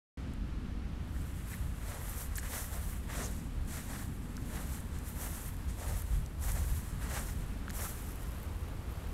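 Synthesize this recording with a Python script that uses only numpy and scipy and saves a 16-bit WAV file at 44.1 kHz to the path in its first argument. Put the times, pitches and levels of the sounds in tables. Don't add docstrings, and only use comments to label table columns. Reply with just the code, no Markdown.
import sys
import numpy as np
from scipy import signal
from scipy.fft import rfft, irfft, next_fast_len
from scipy.io import wavfile

SR = 44100
rng = np.random.default_rng(int(sys.argv[2]) if len(sys.argv) > 2 else 0)


def inscribe(sig):
    pcm = np.round(np.clip(np.atleast_2d(sig).T, -1, 1) * 32767)
    wavfile.write(sys.argv[1], SR, pcm.astype(np.int16))


N = 402633
TIME = np.arange(N) / SR


def gain_of(db):
    return 10 ** (np.asarray(db) / 20)


def unit_rms(x):
    return x / np.sqrt(np.mean(x ** 2) + 1e-20)


def fader(rows):
    return gain_of(np.interp(TIME, *np.transpose(rows)))


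def add(mix, start_s, sound):
    part = mix[round(start_s * SR):][:len(sound)]
    part += sound[:len(part)]


def equalise(x, curve):
    size = next_fast_len(len(x))
    hz, db = np.transpose(curve)
    shape_db = np.interp(np.log(np.fft.rfftfreq(size, 1 / SR) + 1), np.log(hz), db)
    return unit_rms(irfft(rfft(x, size) * gain_of(shape_db), size)[:len(x)])


def resonate(x, hz, q):
    hz = min(hz, SR * .45)
    return signal.lfilter(*signal.iirpeak(hz, max(q, 3 * hz / SR), SR), x)


def resonate_twice(x, hz, q):
    return resonate(resonate(x, hz, q), hz, q)


def wander(per_s):
    knots = rng.standard_normal(N // 16)
    return unit_rms(np.interp(TIME * per_s, np.arange(len(knots)), knots))


def fractures(per_s, spread_db):
    size = gain_of(spread_db * np.minimum(rng.exponential(1, N), 5))
    return unit_rms(size * rng.choice([-1, 1], N) * (rng.random(N) < per_s / SR))


def stalks(per_s, spread_db, clump_db, clumps_per_s, pitches_hz, q):
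    out = np.zeros(N)
    for hz in pitches_hz:
        clicks = fractures(per_s, spread_db) * gain_of(clump_db * wander(clumps_per_s))
        out += resonate(clicks, hz, q)
    return unit_rms(out)


TOUCH_S, ROLL_DB_PER_S = .04, 120


def step_db(start_s, roll_s, hold_s, fall_db_per_s):
    t = TIME - start_s
    rise_db = np.interp(t, [-TOUCH_S, 0, roll_s], [-30, -ROLL_DB_PER_S * roll_s, 0], left=-100)
    return rise_db - fall_db_per_s * np.maximum(t - roll_s - hold_s, 0)


def swing_db(peak_s, gather_s, stop_db_per_s=199):
    t = TIME - peak_s
    return np.where(t < 0, -7 * (t / gather_s) ** 2, -stop_db_per_s * t)


# time in seconds, relative level in dB.
FOOT_STIR = [(.9, -83), (1.17, -61), (1.7, -60.5), (2.4, -58), (3.55, -65.5), (4.6, -60.5), (6.3, -64),
             (7.3, -60), (7.62, -63.5), (8.05, -59.5), (8.55, -64.5), (9.1, -64)]
# fastest moment and time to gather speed in seconds,
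# relative blade level and brightness in dB.
FOOT_SWINGS = [(1.525, 0.047, -51.5, 0), (2.12, 0.11, -51.5, 3), (2.215, 0.087, -48, 1),
               (2.84, 0.13, -56, 0), (2.93, .09, -53, 2), (3.4, 0.048, -57, -7), (4.03, 0.069, -54.5, 0),
               (4.76, 0.1, -50.5, -3), (4.96, .04, -56.5, -16), (5.09, 0.039, -50, -1),
               (5.37, 0.082, -51.5, -5), (5.485, 0.17, -51.5, 1), (5.7, 0.016, -53.5, -12),
               (6.0, 0.16, -51, 0), (6.16, 0.081, -53, -4), (6.71, 0.065, -51.5, 0), (6.78, 0.11, -52, 0),
               (6.9, .14, -55, -5), (7.29, 0.034, -53.5, -2), (7.39, .1, -60, -1)]
# start, roll to full weight and hold in seconds, relative levels of
# blades, thatch and turf in dB, brightness in dB, centre of the turf's crunch in Hz.
FOOTFALLS = [(1.82, 0.075, 0.066, -51.5, -54, -55, -8, 554), (2.43, 0.012, 0.014, -51, -52, -71, -4, 583),
             (2.499, 0.039, 0.042, -43.5, -50, -51.5, -2, 575),
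             (2.716, 0.021, 0.022, -50, -54.5, -52, -1, 626),
             (3.095, 0.024, .04, -50.5, -48.5, -57, -8, 540),
             (3.167, 0.031, 0.041, -46, -51.5, -47, -11, 438),
             (3.68, 0.054, 0.039, -48, -51.5, -60, -8, 600), (3.89, 0.015, .05, -52, -54, -55, -11, 640),
             (4.46, 0.099, 0.033, -51, -53, -52, -7, 540), (5.16, 0.053, 0.054, -46.5, -53.5, -54, 0, 650),
             (5.79, 0.028, 0.1, -51, -55, -50.5, -10, 595), (6.425, .02, 0.062, -46, -53.5, -55, -2, 603),
             (6.553, 0.023, .015, -50.5, -52.5, -51.5, -8, 603),
             (7.015, 0.022, .03, -52.5, -52, -59, -8, 580), (7.1, 0.045, 0.027, -44.5, -47, -48, -8, 576),
             (7.741, 0.078, 0.027, -42, -50.5, -52.5, -1, 630)]


def footsteps():
    stir_db = np.interp(TIME, *np.transpose(FOOT_STIR), left=-100)
    moves = [(stir_db, stir_db - 3.5, -6)]
    for start_s, roll_s, hold_s, blades_db, thatch_db, _, bright_db, _ in FOOTFALLS:
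        brush_db = blades_db + step_db(start_s, roll_s, hold_s, fall_db_per_s=87)
        crush_db = thatch_db + step_db(start_s, roll_s, hold_s, fall_db_per_s=130)
        moves.append((brush_db, crush_db, bright_db))
    for peak_s, gather_s, blades_db, bright_db in FOOT_SWINGS:
        brush_db = blades_db + swing_db(peak_s, gather_s)
        moves.append((brush_db, brush_db - 7, bright_db))
    brush_power, crush_power, weighted_bright = np.full((3, N), 1e-14)
    for brush_db, crush_db, bright_db in moves:
        heard = brush_db > -95
        power = gain_of(brush_db[heard]) ** 2
        brush_power[heard] += power
        weighted_bright[heard] += power * bright_db
        crush_power[heard] += gain_of(crush_db[heard]) ** 2
    patch_db = .8 * wander(per_s=30)
    rustle = blades(10 * np.log10(brush_power) + patch_db, weighted_bright / brush_power)
    crunch = thatch(10 * np.log10(crush_power) + patch_db)
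    return rustle + crunch + turf()


def turf():
    out = np.zeros(N)
    for start_s, roll_s, hold_s, _, _, turf_db, _, hz in FOOTFALLS:
        crunch = unit_rms(resonate_twice(rng.standard_normal(SR), hz, q=1.0))
        onset_s = start_s - TOUCH_S
        load_db = step_db(start_s, roll_s, hold_s, fall_db_per_s=137)[round(onset_s * SR):][:SR]
        add(out, onset_s, crunch * gain_of(turf_db + load_db))
    return out


# frequency in Hz, EQ gain in dB.
BLADE_EQ = [(1500, -27), (2600, -8), (4000, -5.5), (4700, -7.5), (5450, -6), (6600, -3), (7600, 1.5),
            (9300, 0.5), (12200, 2), (14000, -4.5), (15000, -8), (15700, -8)]


def blades(level_db, bright_db, hard_brush_db=-38.5):
    ticks = fractures(per_s=12000, spread_db=2.5) * gain_of(0.73 * wander(per_s=61))
    rings = stalks(per_s=1500, spread_db=3.0, clump_db=3.5, clumps_per_s=41,
                   pitches_hz=np.geomspace(4000, 14000, num=7), q=4.8)
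    rustle = equalise(ticks + .5 * rings, BLADE_EQ)
    top = signal.sosfiltfilt(signal.butter(2, 9500, "high", fs=SR, output="sos"), rustle)
    lift = gain_of(bright_db + 3.5)
    rustle = (rustle - top + lift * top) / np.sqrt(0.51 + 0.41 * lift ** 2)
    stem_eq = [(4000, -46), (4900, -25), (5450, 4.0), (6300, 5), (7200, -1.5), (10000, -42)]
    stems = equalise(fractures(per_s=3000, spread_db=1.0), stem_eq)
    force_db = level_db - hard_brush_db
    return (rustle + gain_of(-6.5 + 0.68 * force_db) * stems) * gain_of(level_db)


# frequency in Hz, EQ gain in dB.
THATCH_EQ = [(150, -25), (330, -13), (520, -6.5), (900, -3), (1400, -1.5), (1950, -1), (2500, -9),
             (3500, -11), (5000, -16.5), (9000, -46)]


def thatch(level_db):
    crunch = stalks(per_s=500, spread_db=3.0, clump_db=2.5, clumps_per_s=42,
                    pitches_hz=np.geomspace(500, 3000, num=7), q=2.6)
    grit = fractures(per_s=2500, spread_db=1.0)
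    yielding = gain_of(1.5 * wander(per_s=110))
    return equalise((grit + 0.31 * crunch) * yielding, THATCH_EQ) * gain_of(level_db + 1.9)


# time in seconds, relative level in dB.
SPRING_BACK_FADER = [(.8, -79), (1.2, -66), (3.5, -72), (6, -63), (7.6, -71), (8.1, -52), (8.8, -62),
                     (9.1, -56)]


def spring_back():
    ticks = stalks(per_s=90, spread_db=2.2, clump_db=1.5, clumps_per_s=12,
                   pitches_hz=np.geomspace(8200, 13000, num=4), q=2.5)
    tick_eq = [(2500, -25), (5500, -1), (8000, -10), (13000, 0), (15800, -8)]
    return gain_of(-7) * equalise(ticks, tick_eq) * fader(SPRING_BACK_FADER)


# start in seconds, peak in dB, centre in Hz, sharpness as Q.
STALK_SNAPS = [(.3362, -44, 9600, 1.6), (2.096, -27.5, 10500, 2.2), (2.356, -28, 7700, 1.5),
               (4.368, -35, 6740, 1.3), (4.988, -39, 10600, 0.97), (5.568, -39, 10500, 0.95),
               (6.0205, -34, 11400, 1.4), (6.2617, -37.5, 6660, 1.6), (6.5193, -29, 9800, 1.3),
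               (7.2705, -36, 8400, 1.8), (7.696, -36, 5500, 0.7), (7.7024, -33, 5200, 0.55),
               (7.708, -31, 8800, 0.84), (8.432, -37, 12000, 1.6), (8.6852, -42, 11100, 1.3)]


def snaps():
    out, t = np.zeros(N), np.arange(2048) / SR
    for start_s, peak_db, hz, q in STALK_SNAPS:
        decay = np.exp(-t / .0005) + .25 * np.exp(-t / .002)
        crack = resonate_twice(rng.standard_normal(len(t)) * decay, hz, q)
        add(out, start_s, gain_of(peak_db) * crack / abs(crack).max())
    return out


# multiple of the pitch, sharpness as Q, relative level in dB.
SHOE_MODES = [(0.97, 2.8, 14), (2.25, 3.5, -6)]
# start in seconds, peak in dB, pitch in Hz.
SHOE_SLIPS = [(1.517, -43, 1950), (1.533, -43, 1830), (1.54, -38, 1920), (2.3823, -33.5, 1840),
              (2.385, -33, 1950), (2.43, -39, 1860), (4.378, -40, 1550), (7.68, -32, 1590),
              (7.703, -35, 1900)]


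def creaks():
    out, t = np.zeros(N), np.arange(2048) / SR
    for start_s, peak_db, hz in SHOE_SLIPS:
        slip = rng.standard_normal(len(t)) * np.exp(-t / .0011)
        ring = sum(gain_of(mode_db) * unit_rms(resonate_twice(slip, hz * ratio, q))
                   for ratio, q, mode_db in SHOE_MODES)
        add(out, start_s, gain_of(peak_db) * ring / abs(ring).max())
    return out


# start and length in seconds, level in dB, centre in Hz.
SHOE_SCUFFS = [(1.518, 0.039, -56, 2000), (2.359, 0.012, -44, 7500), (2.365, .022, -44.5, 12000),
               (2.376, 0.029, -46, 7840), (2.379, 0.007, -46, 4030), (2.427, .04, -53, 1700),
               (3.225, 0.05, -47.5, 6650), (7.842, 0.032, -46.5, 1300)]


def scuffs():
    out = np.zeros(N)
    for start_s, length_s, level_db, hz in SHOE_SCUFFS:
        hiss = resonate(rng.standard_normal(4096), hz, q=5.6)
        rub = unit_rms(resonate(hiss, hz, q=0.33))[:int(length_s * SR)]
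        add(out, start_s, gain_of(level_db) * rub * signal.windows.tukey(len(rub), .5))
    return out


# midpoint in seconds, half the full length in seconds, level in dB.
WIND_PUFFS = [(1.185, 0.089, -38), (1.657, 0.16, -37.5), (2.947, 0.59, -43), (3.625, 0.19, -36),
              (4.68, .15, -47), (5.684, 0.068, -37.5), (5.935, .11, -30.5), (6.163, .11, -30.5),
              (6.554, 0.29, -33.5), (6.745, 0.081, -30.5), (6.99, 0.17, -36), (7.346, 0.21, -39.5)]
# frequency in Hz, EQ gain in dB.
WIND_EQ = [(12, -13), (25, -15), (42, 1), (62, -1), (82, -2), (110, -11), (160, -16.5), (300, -42.5),
           (700, -71)]


def wind(breeze_db=-40.5, sway_db=0.66):
    rumble = equalise(rng.standard_normal(N), WIND_EQ)
    power = gain_of(breeze_db + sway_db * wander(per_s=8)) ** 2
    for middle_s, half_s, level_db in WIND_PUFFS:
        puff = gain_of(level_db) * np.hanning(int(2 * half_s * SR))
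        add(power, middle_s - half_s, puff ** 2)
    return rumble * np.sqrt(power)


# frequency in Hz, EQ gain in dB.
HUM_EQ = [(70, 0), (125, -3.5), (180, 1), (245, -1), (300, -6.5), (390, -20), (700, -61)]
ROAR_EQ = [(200, 0), (380, 0.5), (470, 2), (620, -6.5), (820, -3.5), (1200, -6), (2000, -46), (4000, -45)]
# time in seconds, level in dB.
HUM_FADER = [(.18, -43.5), (1.1, -44), (1.5, -47.5), (1.9, -52.5), (2.7, -50.5), (3.3, -45), (4.5, -44),
             (6.3, -54), (7.5, -46.5), (9.1, -53.5)]
ROAR_FADER = [(.18, -74), (.9, -61), (1.6, -66), (2, -54), (2.7, -63), (5, -56), (6, -59.5), (8.7, -54.5),
              (9.1, -55)]


def distant_drone():
    hum = equalise(rng.standard_normal(N), HUM_EQ) * fader(HUM_FADER)
    roar = equalise(rng.standard_normal(N), ROAR_EQ) * fader(ROAR_FADER)
    return hum + roar


# frequency in Hz, EQ gain in dB.
AIR_EQ = [(150, 7.5), (450, 0.5), (680, -2.5), (1000, -4.5), (1300, -2.5), (2000, -7.5), (2900, -9.5),
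          (3700, -13), (6500, -20.5), (12300, -26.5), (15500, -50)]
# time in seconds, level in dB.
AIR_FADER = [(.2, -51.5), (1.2, -53.5), (3.5, -54), (6.2, -55), (7.6, -52), (8.3, -52), (9.1, -51.5)]


def open_air():
    wash = equalise(rng.standard_normal(N), AIR_EQ) * fader(AIR_FADER)
    return wash * gain_of(0.69 * wander(per_s=16))


def scene():
    walker = footsteps() + spring_back() + snaps() + creaks() + scuffs()
    return (walker + wind() + distant_drone() + open_air())[None]


def record(dry):
    silence_s, fade_s, cutoff_hz = 0.172, .002, 15750
    opened = dry * np.clip((TIME - silence_s) / fade_s, 0, 1)
    lowpass = signal.firwin(511, cutoff_hz, window=("kaiser", 9), fs=SR)
    return signal.oaconvolve(opened, lowpass[None], "same")


dry = scene()
out = record(dry)
inscribe(out)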